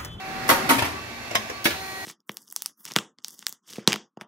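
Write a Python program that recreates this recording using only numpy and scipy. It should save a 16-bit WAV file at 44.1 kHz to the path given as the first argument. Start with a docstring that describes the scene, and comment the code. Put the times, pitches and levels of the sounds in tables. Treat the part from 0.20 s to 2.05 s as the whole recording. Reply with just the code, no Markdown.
"""Small machine with a clacking linkage

A motor idles in a room, whining softly over a low hum. Its steel linkage clacks twice with a
rattle and settles, a catch snaps, and a last clack lands on a stop. The load then changes: the
whine grows brighter and a hiss opens. Each clack is a cluster of contacts that ring the parts
and thump the housing."""
import sys
import numpy as np
from scipy import signal
from scipy.fft import rfft, irfft, next_fast_len
from scipy.io import wavfile
from scipy.ndimage import map_coordinates

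SR = 44100
rng = np.random.default_rng(int(sys.argv[2]) if len(sys.argv) > 2 else 0)


def log_audio(samples):
    """Write samples as a 16-bit WAV file to the path given in sys.argv[1]."""
    # one column per channel
    frames = np.atleast_2d(samples).T
    # limit to full scale, then quantise
    limited = np.clip(frames, -1, 1)
    pcm = np.round(limited * 32767).astype(np.int16)
    wavfile.write(sys.argv[1], SR, pcm)


N = 81585

# Linkage hits: start_s, low_db, mid_db, high_db, top_db, chatter_s, ring_db
LINKAGE_HITS = [(0.280, -22, -27, -14, -18, 0.0092, -56), (0.2903, 7.5, 4.5, 1, -3, 0.0038, -19),
                (0.2995, 5, 15.5, -0.5, -2.5, .009, -21.5), (0.311, 7, -1.5, -9, -11.5, 0.017, -21.5),
                (0.492, 7.5, 9.5, 1.5, -5.5, .008, -23), (0.505, 6.5, 10.5, -5, -1.5, 0.013, -19.5),
                (0.529, -2, -8, -7, -22, 0.016, -42), (0.583, 6, -2, -3.5, -14, .015, -41),
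                (0.622, 4, 4, -5.5, -18, 0.0049, -36), (0.645, -5.5, -3, -9.5, -18, 0.02, -42)]
# Ring of the steel: pitch_hz, gain_db, t60_s
LINKAGE_MODES = [(325.7, -14.5, 0.36), (677, -8, 0.17), (918, -1, 0.25), (1114, 3, 0.12), (1276, -1, 0.2),
                 (1493, -2, 0.14), (1940, -9, 0.16), (3788, -15.5, 0.19), (4540, -15, 0.076),
                 (9120, -26, 0.17), (11290, -13, .13), (12400, -15, .13), (13530, -22, .17)]
# Dense body resonance: freq_hz, gain_db
LINKAGE_BODY = [(40, -38), (130, -6), (270, 1.5), (480, -3.5), (700, 2), (1200, -0.5), (2050, 6),
                (2700, 1.5), (3600, 1), (5500, -1), (8000, -2.5), (12400, 4.5), (15500, -4.5)]
def linkage():
    """Steel links knock together twice, then rattle to rest."""
    return strikes(LINKAGE_HITS, LINKAGE_MODES, LINKAGE_BODY,
                   body_db=0, room_db=-1.5, right_leads_s=0.00022)


# Catch hits: start_s, low_db, mid_db, high_db, top_db, chatter_s, ring_db
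CATCH_HITS = [(1.110, -11, -12, -11, -25, .006, -70), (1.1485, -21, 4, -5.5, -33, 0.0048, -39),
              (1.1533, -3, -3, 1.5, -4, .0015, -24), (1.2985, -15, -2, -15, -21.5, 0.0027, -54)]
# Ring of the catch: pitch_hz, gain_db, t60_s
CATCH_MODES = [(215.5, -10, 0.4), (693, 2, 0.081), (1074, 4, 0.13), (2057, 9, 0.048), (2295, -3, 0.083),
               (3090, 0.5, 0.11), (5080, 0, 0.11), (5840, -6, .06), (7530, 4.5, 0.027), (8500, -16, 0.18)]
# Dense body resonance: freq_hz, gain_db
CATCH_BODY = [(40, -11), (130, -4.5), (270, 2), (600, 9), (900, -5), (1500, 1), (2400, 4), (4300, -6.5),
              (5200, 5.5), (7000, -2.5), (8500, -5), (12000, -6), (15500, -6)]
def catch():
    """The catch snaps: light, tight contacts with little room on them."""
    return strikes(CATCH_HITS, CATCH_MODES, CATCH_BODY, body_db=0, room_db=-9, right_leads_s=0.00043)


# Hits on the stop: start_s, low_db, mid_db, high_db, top_db, chatter_s, ring_db
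STOP_HITS = [(1.443, -24, -17.5, -4.5, -5, 0.015, -48), (1.4552, -1.5, 0.5, 3, -6, 0.0052, -23.5),
             (1.464, 0.5, -2.5, -6, -7, 0.0096, -44), (1.505, -9, -13.5, -7, -22, 0.0079, -36.5)]
# Ring of the stop: pitch_hz, gain_db, t60_s
STOP_MODES = [(229.4, 1.5, 0.1), (332, 4.5, 0.122), (560, -6, 0.069), (582, -3, 0.19), (1704, 2.5, 0.16),
              (2252, 0.5, 0.14), (3330, 4, 0.05), (4280, -3, 0.11)]
# Dense body resonance: freq_hz, gain_db
STOP_BODY = [(40, -36), (130, -4.5), (300, -0.5), (470, -0.5), (750, 6), (1100, 2), (1800, 2), (3000, 1),
             (6000, -3.5), (7700, -8.5), (12000, -1.5), (15500, -1.5)]
def stop():
    """The last clack lands on the stop and rings it briefly."""
    return strikes(STOP_HITS, STOP_MODES, STOP_BODY, body_db=1.5, room_db=-2, right_leads_s=0.00016)


# EQ points for a hit's low, mid, high and top: freq_hz
HIT_EQ_HZ = [250, 1000, 3000, 12000]
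# Decay of the parts' bodies: freq_hz, t60_s
BODY_DECAY = [(150, 0.17), (1000, .06), (4000, 0.12), (12000, 0.041)]
# Decay of the room: freq_hz, t60_s
ROOM_DECAY = [(100, 0.71), (500, 0.59), (2000, 0.48), (6000, 0.57), (13000, 0.31)]
# Placement of the clacks: freq_hz, left_over_right_db
CLACK_PAN = [(100, 5), (280, 6), (600, 6), (1100, -0.5), (2200, -2.5), (5000, 0), (13000, -0.5)]
def strikes(hits, modes, body, body_db, room_db, right_leads_s):
    """Each contact cracks and chatters into the body, rings the part's modes and echoes in the room."""
    ticks_per_s, crack_db, makeup_db, ring_rise_s = 2200, -5, 10.5, 0.00074
    out, t = np.zeros((2, N)), np.arange(SR // 2) / SR
    ring_attack = 1 - np.exp(-t / ring_rise_s)
    for start_s, *eq_db, chatter_s, ring_db in hits:
        ticks = np.sign(rng.standard_normal(len(t))) * (rng.random(len(t)) < ticks_per_s / SR)
        ticks *= np.exp(-(t / chatter_s) ** 4)
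        ticks[0] += 1.5  # the first impact leads the chatter
        ticks /= np.linalg.norm(ticks)
        response = amp(body_db) * tail(BODY_DECAY) + amp(room_db) * tail(ROOM_DECAY)
        response[0, round(right_leads_s * SR)] += amp(crack_db)  # direct crack, later on the left
        response[1, 0] += amp(crack_db)
        chatter = signal.fftconvolve(response, ticks[None])[:, :len(t)]
        eq = list(zip(HIT_EQ_HZ, eq_db))
        clack = coloured(chatter, lambda hz: along(body, hz) + along(eq, hz) + makeup_db)
        for hz, db, t60 in modes:
            phase = 2 * np.pi * rng.random()
            phase += rng.standard_normal((2, 1)) * min(hz / 1000, 2)  # high modes spread wider
            clack += amp(ring_db + db - 60 * t / t60) * ring_attack * np.sin(2 * np.pi * hz * t + phase)
        add(out, start_s, clack)
    return filtered(out, lambda hz: pan(along(CLACK_PAN, hz)))


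# Panel thumps: start_s, pitch_hz, level_db, t60_s
THUMPS = [(0.313, 108, -25, 0.12), (0.497, 272.2, -18.5, 0.45), (0.519, 250.6, -12.5, 0.14),
          (0.578, 119, -23.5, 0.12), (0.622, 113, -13, 0.056), (0.63, 85.6, -37, 0.95),
          (1.155, 109, -40, 0.16), (1.457, 150, -37, .12), (1.509, 82.4, -34.5, 0.29)]
def housing(rise_s=0.0083, left_db=6):
    """The heavier blows set the housing's panels thumping."""
    out, t = np.zeros((2, N)), np.arange(SR) / SR
    attack = 1 - np.exp(-t / rise_s)
    for start_s, hz, db, t60 in THUMPS:
        thump = amp(db - 60 * t / t60) * attack * np.sin(2 * np.pi * hz * t)
        add(out, start_s, pan(left_db) * thump)
    return out


# Shaft orders around the load change: multiple, before_db, after_db, left_over_right_db
SHAFT_ORDERS = [(6, -48.5, -51, 2.5), (8, -53.5, -48.5, 2), (12, -51.5, -54, 5.5), (14, -51.5, -58, -3),
                (16, -63, -68, -7), (18, -71, -67, -28), (20, -61, -68, 6), (23, -58, -76, -7),
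                (34, -70, -57.5, 6)]
# Whines that come and go: pitch_hz
WHINE_HZ = [382.2, 764.4, 1908, 4199]
# Whine faders: time_s, then one level_db per whine
WHINE_LEVELS = [(0, -54.5, -40.5, -51.5, -71), (.22, -52.5, -37, -48, -55), (.45, -37.5, -38, -59, -68),
                (.7, -58, -62, -52, -57), (1.46, -72, -60, -65, -72), (1.56, -52, -43, -49.5, -45.5),
                (1.7, -52.5, -44, -42, -48.5), (1.85, -52, -45.5, -38.5, -49)]
# Mains hum before the load change: pitch_hz, level_db
MAINS = [(117, -55.5), (236, -54.5)]
def motor(shaft_hz=191.1, wander=0.0007, mains_drop_db=17):
    """Shaft orders, whines and mains hum share one slight drift in pitch."""
    clock = np.cumsum(1 + wander * wobble(12.1)) / SR
    change = load_change()

    def tone(hz, db, flutter_db=3):
        spread = np.array([[-0.5], [0.5]]) * min(hz / 1000, np.pi / 2)
        phase = 2 * np.pi * rng.random() + spread
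        peak = np.sqrt(2) * amp(db + flutter_db * wobble(17.66))
        return peak * np.sin(2 * np.pi * hz * clock + phase)

    orders = sum(pan(left_db) * tone(round(k) * shaft_hz, before_db + (after_db - before_db) * change)
                 for k, before_db, after_db, left_db in SHAFT_ORDERS)
    whines = sum(tone(hz, db, flutter_db=0.4) for hz, db in zip(WHINE_HZ, curves(WHINE_LEVELS)))
    mains = sum(tone(hz, db - mains_drop_db * change) for hz, db in MAINS)
    return orders + whines + mains


def load_change(start_s=1.5, rise_s=0.11):
    """Ramps from 0 to 1 as the machine changes its load after the last clack."""
    return np.clip((np.arange(N) / SR - start_s) / rise_s, 0, 1)


# Tone of the hiss: freq_hz, gain_db
HISS_EQ = [(1500, -7), (3000, -14), (4300, 4), (5300, -4), (6500, -3), (7800, -8), (9900, -0.5),
           (10700, -7), (11700, 0), (13000, -8), (15500, -5)]
def hiss(level_db=-43.5):
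    """A bright hiss opens with the load change."""
    return amp(level_db) * load_change() * noise_bed(HISS_EQ, flutter_db=0.5)


# Tone of the rush: freq_hz, gain_db
RUSH_EQ = [(40, -10), (90, -3.5), (200, 2), (330, 1), (480, -4), (850, -3.5), (1500, -2.5), (2200, -3.5),
           (3000, -14), (4400, -11.5), (8200, -24.5), (11800, -24.5), (15500, -28)]
# Rush fader: time_s, level_db
RUSH_LEVEL = [(0, -41), (.12, -37), (.25, -31.5), (.47, -30), (.75, -43), (1.45, -55.5), (1.6, -45.5),
              (1.85, -51)]
def motor_rush():
    """The rush of the working motor, fullest around the first two clacks."""
    return amp(curves(RUSH_LEVEL)[0]) * noise_bed(RUSH_EQ, flutter_db=0.8)


# Tone of the room: freq_hz, gain_db
HUM_EQ = [(25, -33), (55, -7.5), (95, 1), (160, -10.5), (330, -1), (480, -7), (680, 1), (1000, -4.5),
          (1400, -7), (1850, -3.5), (2450, -4), (3000, -11), (4600, -11), (7000, -15.5), (8200, -22.5),
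          (9800, -24.5), (11600, -17), (12800, -28), (15500, -27)]
# Room hum fader: time_s, level_db
HUM_LEVEL = [(0, -42.5), (.8, -39.5), (1.08, -37.5), (1.25, -37), (1.42, -39.5), (1.85, -38.5)]
def room_hum():
    """A low, noisy room hum sits under everything."""
    return amp(curves(HUM_LEVEL)[0]) * noise_bed(HUM_EQ, flutter_db=-0.06)


# Placement of the noise beds: freq_hz, left_over_right_db
BED_PAN = [(60, 6.5), (380, 3), (700, 0), (2380, -7.5), (8120, -1)]
def noise_bed(eq, flutter_db):
    """Diffuse coloured noise whose level wavers a little."""
    noise = filtered(diffuse(N), lambda hz: amp(along(eq, hz)) * pan(along(BED_PAN, hz)))
    return unit(noise) * amp(flutter_db * wobble(14.56))


# Stereo likeness of the room: freq_hz, correlation
ROOM_CORRELATION = [(60, 0.84), (250, 0.83), (600, 0.45), (1200, 0), (15000, 0)]
def diffuse(n):
    """Stereo noise, alike in the bass and unrelated in the treble."""
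    def mid_side_gains(hz):
        angle = np.arccos(np.clip(along(ROOM_CORRELATION, hz), -1, 1)) / 2
        return np.array([np.cos(angle), np.sin(angle)])

    mid, side = filtered(rng.standard_normal((2, n)), mid_side_gains)
    return np.array([mid + side, mid - side])


def tail(t60s):
    """A dense stereo decay of energy 1; each frequency dies at its own speed."""
    n = SR // 2
    hz, t, bands = signal.stft(diffuse(n), SR, nperseg=256)
    decay = amp(-60 * t / along(t60s, hz)[:, None])
    _, x = signal.istft(bands * decay, SR)
    return unit(x[:, :n]) / np.sqrt(n)


def amp(db):
    """Decibels to gain."""
    return 10 ** (np.asarray(db) / 20)


def unit(x):
    """Scale to rms 1."""
    return x / np.sqrt(np.mean(x ** 2) + 1e-20)


def along(points, hz):
    """Read (freq_hz, value) points on a log frequency axis."""
    freqs, values = np.transpose(points)
    return np.interp(np.log(hz + 1), np.log(freqs + 1), values)


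def curves(rows):
    """One fader curve for each column after the time."""
    times, *columns = np.transpose(rows)
    return [np.interp(np.arange(N) / SR, times, column) for column in columns]


def wobble(rate):
    """A smooth random curve, rate knots a second."""
    knots = rng.standard_normal(int(N * rate / SR) + 4)
    return map_coordinates(knots, [np.arange(N) * rate / SR])


def pan(left_db):
    """Left and right gains for a level difference."""
    return amp(np.array([[0.5], [-0.5]]) * left_db)


def filtered(x, response):
    """Zero-phase EQ from a gain curve over frequency."""
    n = x.shape[-1]
    size = next_fast_len(n + 8192)
    return irfft(rfft(x, size) * response(np.fft.rfftfreq(size, 1 / SR)), size)[..., :n]


def coloured(x, db_of_hz):
    """Minimum-phase EQ from a dB curve, so nothing rings ahead of a hit."""
    n = x.shape[-1]
    cepstrum = irfft(np.log(amp(db_of_hz(np.fft.rfftfreq(2 * n, 1 / SR)))))
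    cepstrum[1:n] *= 2
    cepstrum[n + 1:] = 0
    return irfft(rfft(x, 2 * n) * np.exp(rfft(cepstrum)))[..., :n]


def add(out, start_s, x):
    """Mix x into out from start_s."""
    part = out[:, round(start_s * SR):][:, :x.shape[-1]]
    part += x[..., :part.shape[1]]


def scene():
    """The clacking parts over the running machine and the room."""
    return linkage() + catch() + stop() + housing() + motor() + hiss() + motor_rush() + room_hum()


def record(dry, ceiling=0.9, top_hz=15720):
    """Soft-clip the highest peaks, then cut the very top of the treble."""
    rounded = dry / (1 + np.abs(dry / ceiling) ** 6) ** (1 / 6)
    return filtered(rounded, lambda hz: hz < top_hz)


dry = scene()
out = record(dry)
log_audio(out)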